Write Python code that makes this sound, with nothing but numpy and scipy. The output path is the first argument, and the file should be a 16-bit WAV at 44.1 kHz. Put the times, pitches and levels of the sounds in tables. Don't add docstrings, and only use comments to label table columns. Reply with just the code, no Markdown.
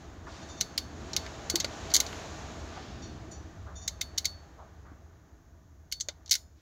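import sys
import numpy as np
from scipy import signal
from scipy.fft import rfft, irfft
from scipy.io import wavfile

SR = 44100
rng = np.random.default_rng(int(sys.argv[2]) if len(sys.argv) > 2 else 0)


def log_audio(samples):
    frames = np.atleast_2d(samples).T
    limited = np.clip(frames, -1, 1)
    pcm = np.round(limited * 32767).astype(np.int16)
    wavfile.write(sys.argv[1], SR, pcm)


N = 291799

# snap time in seconds, level in dB, tilt in dB per
# octave, crack and ping offsets in dB, the lift's lead in seconds, the lift's level in dB.
RATCHET_TEETH = [(0.6092, -19.5, -3, -1, -2, 0.0042, -37), (.7772, -21, -4.5, 1, 0, 0.0008, -48),
                 (1.164, -20, -4, -0.5, 0, 0.032, -30.5), (1.5, -29, 7, 9, 12, .002, -23),
                 (1.556, -19.5, -4.5, 2.5, 7, .002, -40), (1.601, -22.5, -3.5, -5.5, -9, .003, -39),
                 (1.6445, -25, -13, -8, -22, .001, -56), (2.002, -18.5, -4.5, 4, -25, 0.0018, -30.5),
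                 (3.878, -23, -4.5, -1.5, -7, 0.0013, -34.5), (4.0127, -25, -8, 2.5, 4, 0.0024, -32),
                 (4.1809, -21, -4.5, -1, -8.5, .004, -28.5), (4.2537, -20.5, -1, 0.5, 7, 0.0085, -31.5),
                 (5.923, -26, -1.5, 2, 8, 0.0079, -39.5), (6.008, -25, 8.5, -10, -15, 0.0079, -35.5),
                 (6.0854, -28, -9.5, -11, -24, .001, -55)]
# first and last contact in seconds, level in dB, loss per contact in dB,
# tilt in dB per octave, number of contacts.
JAW_RELEASES = [(1.9384, 1.964, -16.5, -0.04, -2.5, 4), (6.31, 6.352, -17.5, 1.5, -4, 6)]
# start in seconds, level in dB, tilt in dB per octave.
JOINT_TICKS = [(1.263, -39, -20), (1.902, -38.5, -8), (1.915, -36, -15), (2.064, -35, -7),
               (2.128, -39, -20), (6.26, -46.5, -3), (6.277, -47, -2.5), (6.2939, -35.5, 0.5)]
# frequency in Hz, width in Hz, relative gain in dB.
JAW_MODES = [(1440, 97, -18.5), (2158, 167, -8.5), (3010, 350, -8.5), (3665, 200, -1.5), (3990, 230, 1.5),
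             (4537, 330, 3.5), (5245, 220, -11), (5007, 350, -4.5), (5510, 810, 1.5), (6444, 1090, 5.5),
             (7500, 1500, -12.5)]
# frequency in Hz, relative level in dB when snapped and when
# touched, t60 in seconds.
FRAME_MODES = [(3601, -9, -3, 0.33), (4350, -19.5, -5, 0.45), (4540, -18, -2.5, .28), (5200, -18, -13, .37),
               (5660, -15.5, 0, .17), (5870, -15.5, -1.5, .28), (6015, -23.5, -7, .5), (6395, -20, -5, 0.8),
               (6700, -14.5, -6, 0.17), (6630, -14.5, -7, .2), (6970, -19.5, 2.5, 0.21)]
# start in seconds, level in dB, tilt in dB per octave.
LIGHT_TOUCHES = [(.41, -61, -11), (.483, -51.5, -6), (.565, -54.5, -3), (3.018, -51.5, -9),
                 (3.31, -52, 11.5), (3.752, -53, -2), (3.812, -51.5, 4)]
# frequency in Hz, level in dB, t60 in seconds.
SPRING_MODES = [(3607, -63, 0.21), (5140, -53, 0.3), (6840, -57.5, 0.38), (7000, -57, 0.39)]
# start in seconds, level in dB, pitch in Hz, t60 in seconds.
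TRIM_BUMPS = [(1.54, -24.5, 338, 0.11), (1.6449, -31, 577, 0.026), (2.775, -38.5, 760, 0.15),
              (4.917, -46, 301, 0.062), (6.086, -38.5, 588, 0.032)]
# start in seconds, level in dB, rise in seconds, upper edge in Hz.
CLOTH_SCUFFS = [(.266, -45, 0.0096, 1700), (.262, -54, 0.077, 6400), (2.059, -65.5, 0.051, 14000),
                (2.66, -54, 0.15, 5500), (2.76, -46, 0.011, 1800), (3.66, -52.5, 0.026, 1510),
                (4.578, -53, 0.024, 1200), (4.844, -59.5, 0.033, 1760), (5.53, -72, 0.028, 1600),
                (6.55, -72, .06, 6500)]
# time in seconds, level in dB.
ROAR_LEVELS = [(0.0, -54.5), (0.22, -56.5), (0.4, -51.5), (0.9, -53), (1.18, -47.5), (1.56, -49),
               (1.73, -46.5), (2.06, -45), (2.73, -50), (2.89, -53), (3.8, -58.5), (4.16, -57),
               (5.79, -71.5), (6.21, -67.5), (6.41, -68), (6.62, -77)]
RUMBLE_LEVELS = [(0.0, -54.5), (0.55, -50.5), (0.75, -52), (1.05, -46.5), (1.44, -51), (1.93, -47.5),
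                 (2.04, -50.5), (2.4, -48), (2.84, -50), (3.09, -46), (3.81, -59), (4.16, -57.5),
                 (4.57, -62), (6.62, -69)]
# frequency in Hz, width in Hz, gain in dB.
CABIN_MODES = [(322, 8.6, -3), (658, 39, -7), (804, 7.3, 0), (1183, 60, -5), (1474, 34, -9)]
# frequency in Hz, relative spectral density in dB.
RUMBLE_SPECTRUM = [(65, -38), (110, -0.5), (135, -2), (221, -2.5), (313, -2), (366, -5), (445, -14),
                   (520, -20), (680, -50), (1140, -120)]
ROAR_SPECTRUM = [(250, -33.5), (420, 2), (506, -3.5), (652, 1.5), (822, -2.5), (886, -3), (1170, -5.5),
                 (1360, -6.5), (1810, -7), (2500, -22), (3250, -39), (5500, -120)]
TYRE_HISS_SPECTRUM = [(1500, -22.5), (2200, 0), (3000, -0.5), (4000, -0.5), (5000, -4), (6800, 0.5),
                      (7600, -10), (8500, -24), (10300, -24), (12000, -29.5), (16000, -33.5)]
HUM_SPECTRUM = [(20, -35.5), (35, -10.5), (50, -8), (63, 0), (82, 1.5), (100, -8), (125, -15), (180, -15)]
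MIC_HISS_SPECTRUM = [(100, 5.5), (1500, 0.5), (2600, -6.5), (5000, -5), (6700, 4), (7500, -9.5),
                     (8300, -23), (12000, -11), (16000, -10.5)]

PAWL_HZ, PAWL_T60 = 4450, .34


def pliers(base_ping_db=-23, base_ring_db=-23, choke_t60=.03):
    out, t = np.zeros(N), np.arange(SR // 2) / SR
    _, snapped_db, _, _ = np.transpose(FRAME_MODES)
    ping = np.sin(2 * np.pi * PAWL_HZ * t) * fade(t, PAWL_T60)
    contacts = sorted([*ratchet(), *clatter(), *ticks()])
    next_starts = [row[0] for row in contacts[1:]] + [N / SR]
    for (s, db, tilt_db, crack_db, ping_db), next_s in zip(contacts, next_starts):
        frame = from_db(base_ring_db + min(ping_db, 0) / 2) * frame_ring(snapped_db)
        ring = from_db(base_ping_db + ping_db) * ping + frame
        ring *= fade(np.maximum(t - (next_s - s), 0), choke_t60)
        add(out, s, from_db(db) * (snap(tilt_db, crack_db) + ring))
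    return out


def ratchet(lift_tilt_db=-3, lift_crack_db=-13, lift_ping_db=-7):
    for s, db, tilt_db, crack_db, ping_db, lead_s, lift_db in RATCHET_TEETH:
        yield s - lead_s, lift_db, lift_tilt_db, lift_crack_db, lift_ping_db
        yield s, db, tilt_db, crack_db, ping_db


def clatter(gap_growth=1.33, first_tilt_db=5.5, crack_db=1, ping_db=-12):
    for first_s, last_s, db, loss_db, tilt_db, count in JAW_RELEASES:
        delays = gap_growth ** np.arange(round(count)) - 1
        starts = first_s + (last_s - first_s) * delays / delays[-1]
        for k, s in enumerate(starts):
            yield s, db - k * loss_db, tilt_db + first_tilt_db / 2 ** k, crack_db, ping_db


def ticks(crack_db=-12, ping_db=-10.5):
    for s, db, tilt_db in JOINT_TICKS:
        yield s, db, tilt_db, crack_db, ping_db


def snap(tilt_db, crack_db, scatter_db=1.5, split_hz=7500):
    t = np.arange(SR // 2) / SR
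    seating = 1 - fade(t, t60=.002)
    grit, fine_grit = rng.choice([-1., 1.], (2, len(t))) * seating
    strike = fade(t, t60=.0045)
    rattle = from_db(-4) * fade(t, t60=.039)
    tail = from_db(-25) * fade(t, t60=.16)
    force = grit * (strike + rattle + tail)
    hz, width, db = np.transpose(JAW_MODES)
    gains = from_db(db + tilt_db * np.log2(hz / PAWL_HZ) + scatter_db * rng.standard_normal(len(hz)))
    body = sum((-1) ** k * gains[k] * resonate(force, hz[k], width[k]) for k in range(len(hz)))
    body = cut(body, 1400, "high", order=4)
    body = cut(body, split_hz, "low", order=8)
    crack = fine_grit * (fade(t, t60=.0266) + from_db(-25) * fade(t, t60=.22))
    crack = cut(crack, split_hz, "high", order=3)
    crack = cut(crack, 15000, "low", order=1)
    return unit_blow(body) + from_db(crack_db - 13.5) * unit_blow(crack)


def frame_ring(levels_db, scatter_db=1.5):
    t = np.arange(SR // 2) / SR
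    gains = from_db(levels_db + scatter_db * rng.standard_normal(len(FRAME_MODES)))
    gains *= rng.choice([-1, 1], len(FRAME_MODES))
    return sum(gain * fade(t, t60) * np.sin(2 * np.pi * hz * t)
               for gain, (hz, _, _, t60) in zip(gains, FRAME_MODES))


def tinkles(rise_s=.007):
    out, t = np.zeros(N), np.arange(SR // 10) / SR
    hz, _, touched_db, _ = np.transpose(FRAME_MODES)
    for s, db, tilt_db in LIGHT_TOUCHES:
        force = rng.standard_normal(len(t)) * t * np.exp(-t / rise_s)
        ring = frame_ring(touched_db + tilt_db * np.log2(hz / hz.mean()))
        add(out, s, from_db(db) * signal.fftconvolve(force / np.linalg.norm(force), ring))
    return out


def spring():
    out, t = np.zeros(N), np.arange(SR // 2) / SR
    _, last_s, *_ = JAW_RELEASES[-1]
    for hz, db, t60 in SPRING_MODES:
        add(out, last_s, from_db(db) * fade(t, t60) * np.sin(2 * np.pi * hz * t))
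    return out


def bumps(thud_t60=.14, thud_db=-9):
    out, t = np.zeros(N), np.arange(SR // 4) / SR
    for s, db, hz, t60 in TRIM_BUMPS:
        panel = np.sin(2 * np.pi * hz * t) * fade(t, t60)
        thud = rng.standard_normal(len(t)) * fade(t, thud_t60)
        thud = cut(thud, 1100, "low", order=4)
        thud = cut(thud, hz / 2, "high", order=2)
        add(out, s, from_db(db) * (unit_blow(panel) + from_db(thud_db) * unit_blow(thud)))
    return out


def scuffs():
    out, t = np.zeros(N), np.arange(SR) / SR
    for s, db, rise_s, top_hz in CLOTH_SCUFFS:
        rub = cut(rng.standard_normal(len(t)), 600, "high", order=4)
        rub = cut(rub, top_hz, "low", order=6)
        swell = t / rise_s * np.exp(1 - t / rise_s)
        add(out, s, from_db(db) * swell * rub / np.std(rub))
    return out


def traffic(hiss_peak_db=-48, hiss_db_per_roar_db=1.42):
    roar_db = level_curve(ROAR_LEVELS)
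    hiss_db = hiss_peak_db + hiss_db_per_roar_db * (roar_db - roar_db.max())
    rumble = from_db(level_curve(RUMBLE_LEVELS)) * noise(RUMBLE_SPECTRUM)
    roar = from_db(roar_db) * noise(ROAR_SPECTRUM)
    hiss = from_db(hiss_db) * noise(TYRE_HISS_SPECTRUM)
    return rumble + roar + hiss


def cabin(x):
    return x + sum(from_db(db) * resonate(x, hz, width) for hz, width, db in CABIN_MODES)


def hum(peak_db=-44.5, db_per_rumble_db=.6, lag_s=.68):
    rumble_db = level_curve([(s + lag_s, db) for s, db in RUMBLE_LEVELS])
    return from_db(peak_db + db_per_rumble_db * (rumble_db - rumble_db.max())) * noise(HUM_SPECTRUM)


def noise(spectrum):
    hz, db = np.transpose(spectrum)
    bin_hz = np.maximum(np.arange(N // 2 + 1) * SR / N, 1)
    gain = from_db(np.interp(np.log(bin_hz), np.log(hz), db, left=-np.inf, right=-np.inf))
    x = irfft(rfft(rng.standard_normal(N)) * gain, N)
    return x / np.std(x)


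def from_db(db):
    return 10 ** (np.asarray(db) / 20)


def level_curve(rows):
    s, db = np.transpose(rows)
    return np.interp(np.arange(N) / SR, s, db)


def fade(t, t60):
    return np.exp(-np.log(1000) * t / t60)


def cut(x, hz, kind, order):
    return signal.sosfilt(signal.butter(order, hz, kind, fs=SR, output="sos"), x)


def resonate(x, hz, width_hz):
    radius = np.exp(-np.pi * width_hz / SR)
    feedback = [1, -2 * radius * np.cos(2 * np.pi * hz / SR), radius ** 2]
    return signal.lfilter(np.array([1, 0, -1]) * (1 - radius ** 2) / 2, feedback, x)


def unit_blow(x):
    return x / np.sqrt(np.sum(x ** 2) / (.004 * SR))


def add(track, s, sound):
    at = round(s * SR)
    track[at:at + len(sound)] += sound[:N - at]


def scene(mic_hiss_db=-73):
    background = cabin(scuffs() + traffic()) + hum() + from_db(mic_hiss_db) * noise(MIC_HISS_SPECTRUM)
    return (pliers() + tinkles() + spring() + bumps() + background)[None]


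def record(dry):
    return signal.sosfilt(signal.ellip(10, .1, 80, 15700, fs=SR, output="sos"), dry)


dry = scene()
out = record(dry)
log_audio(out)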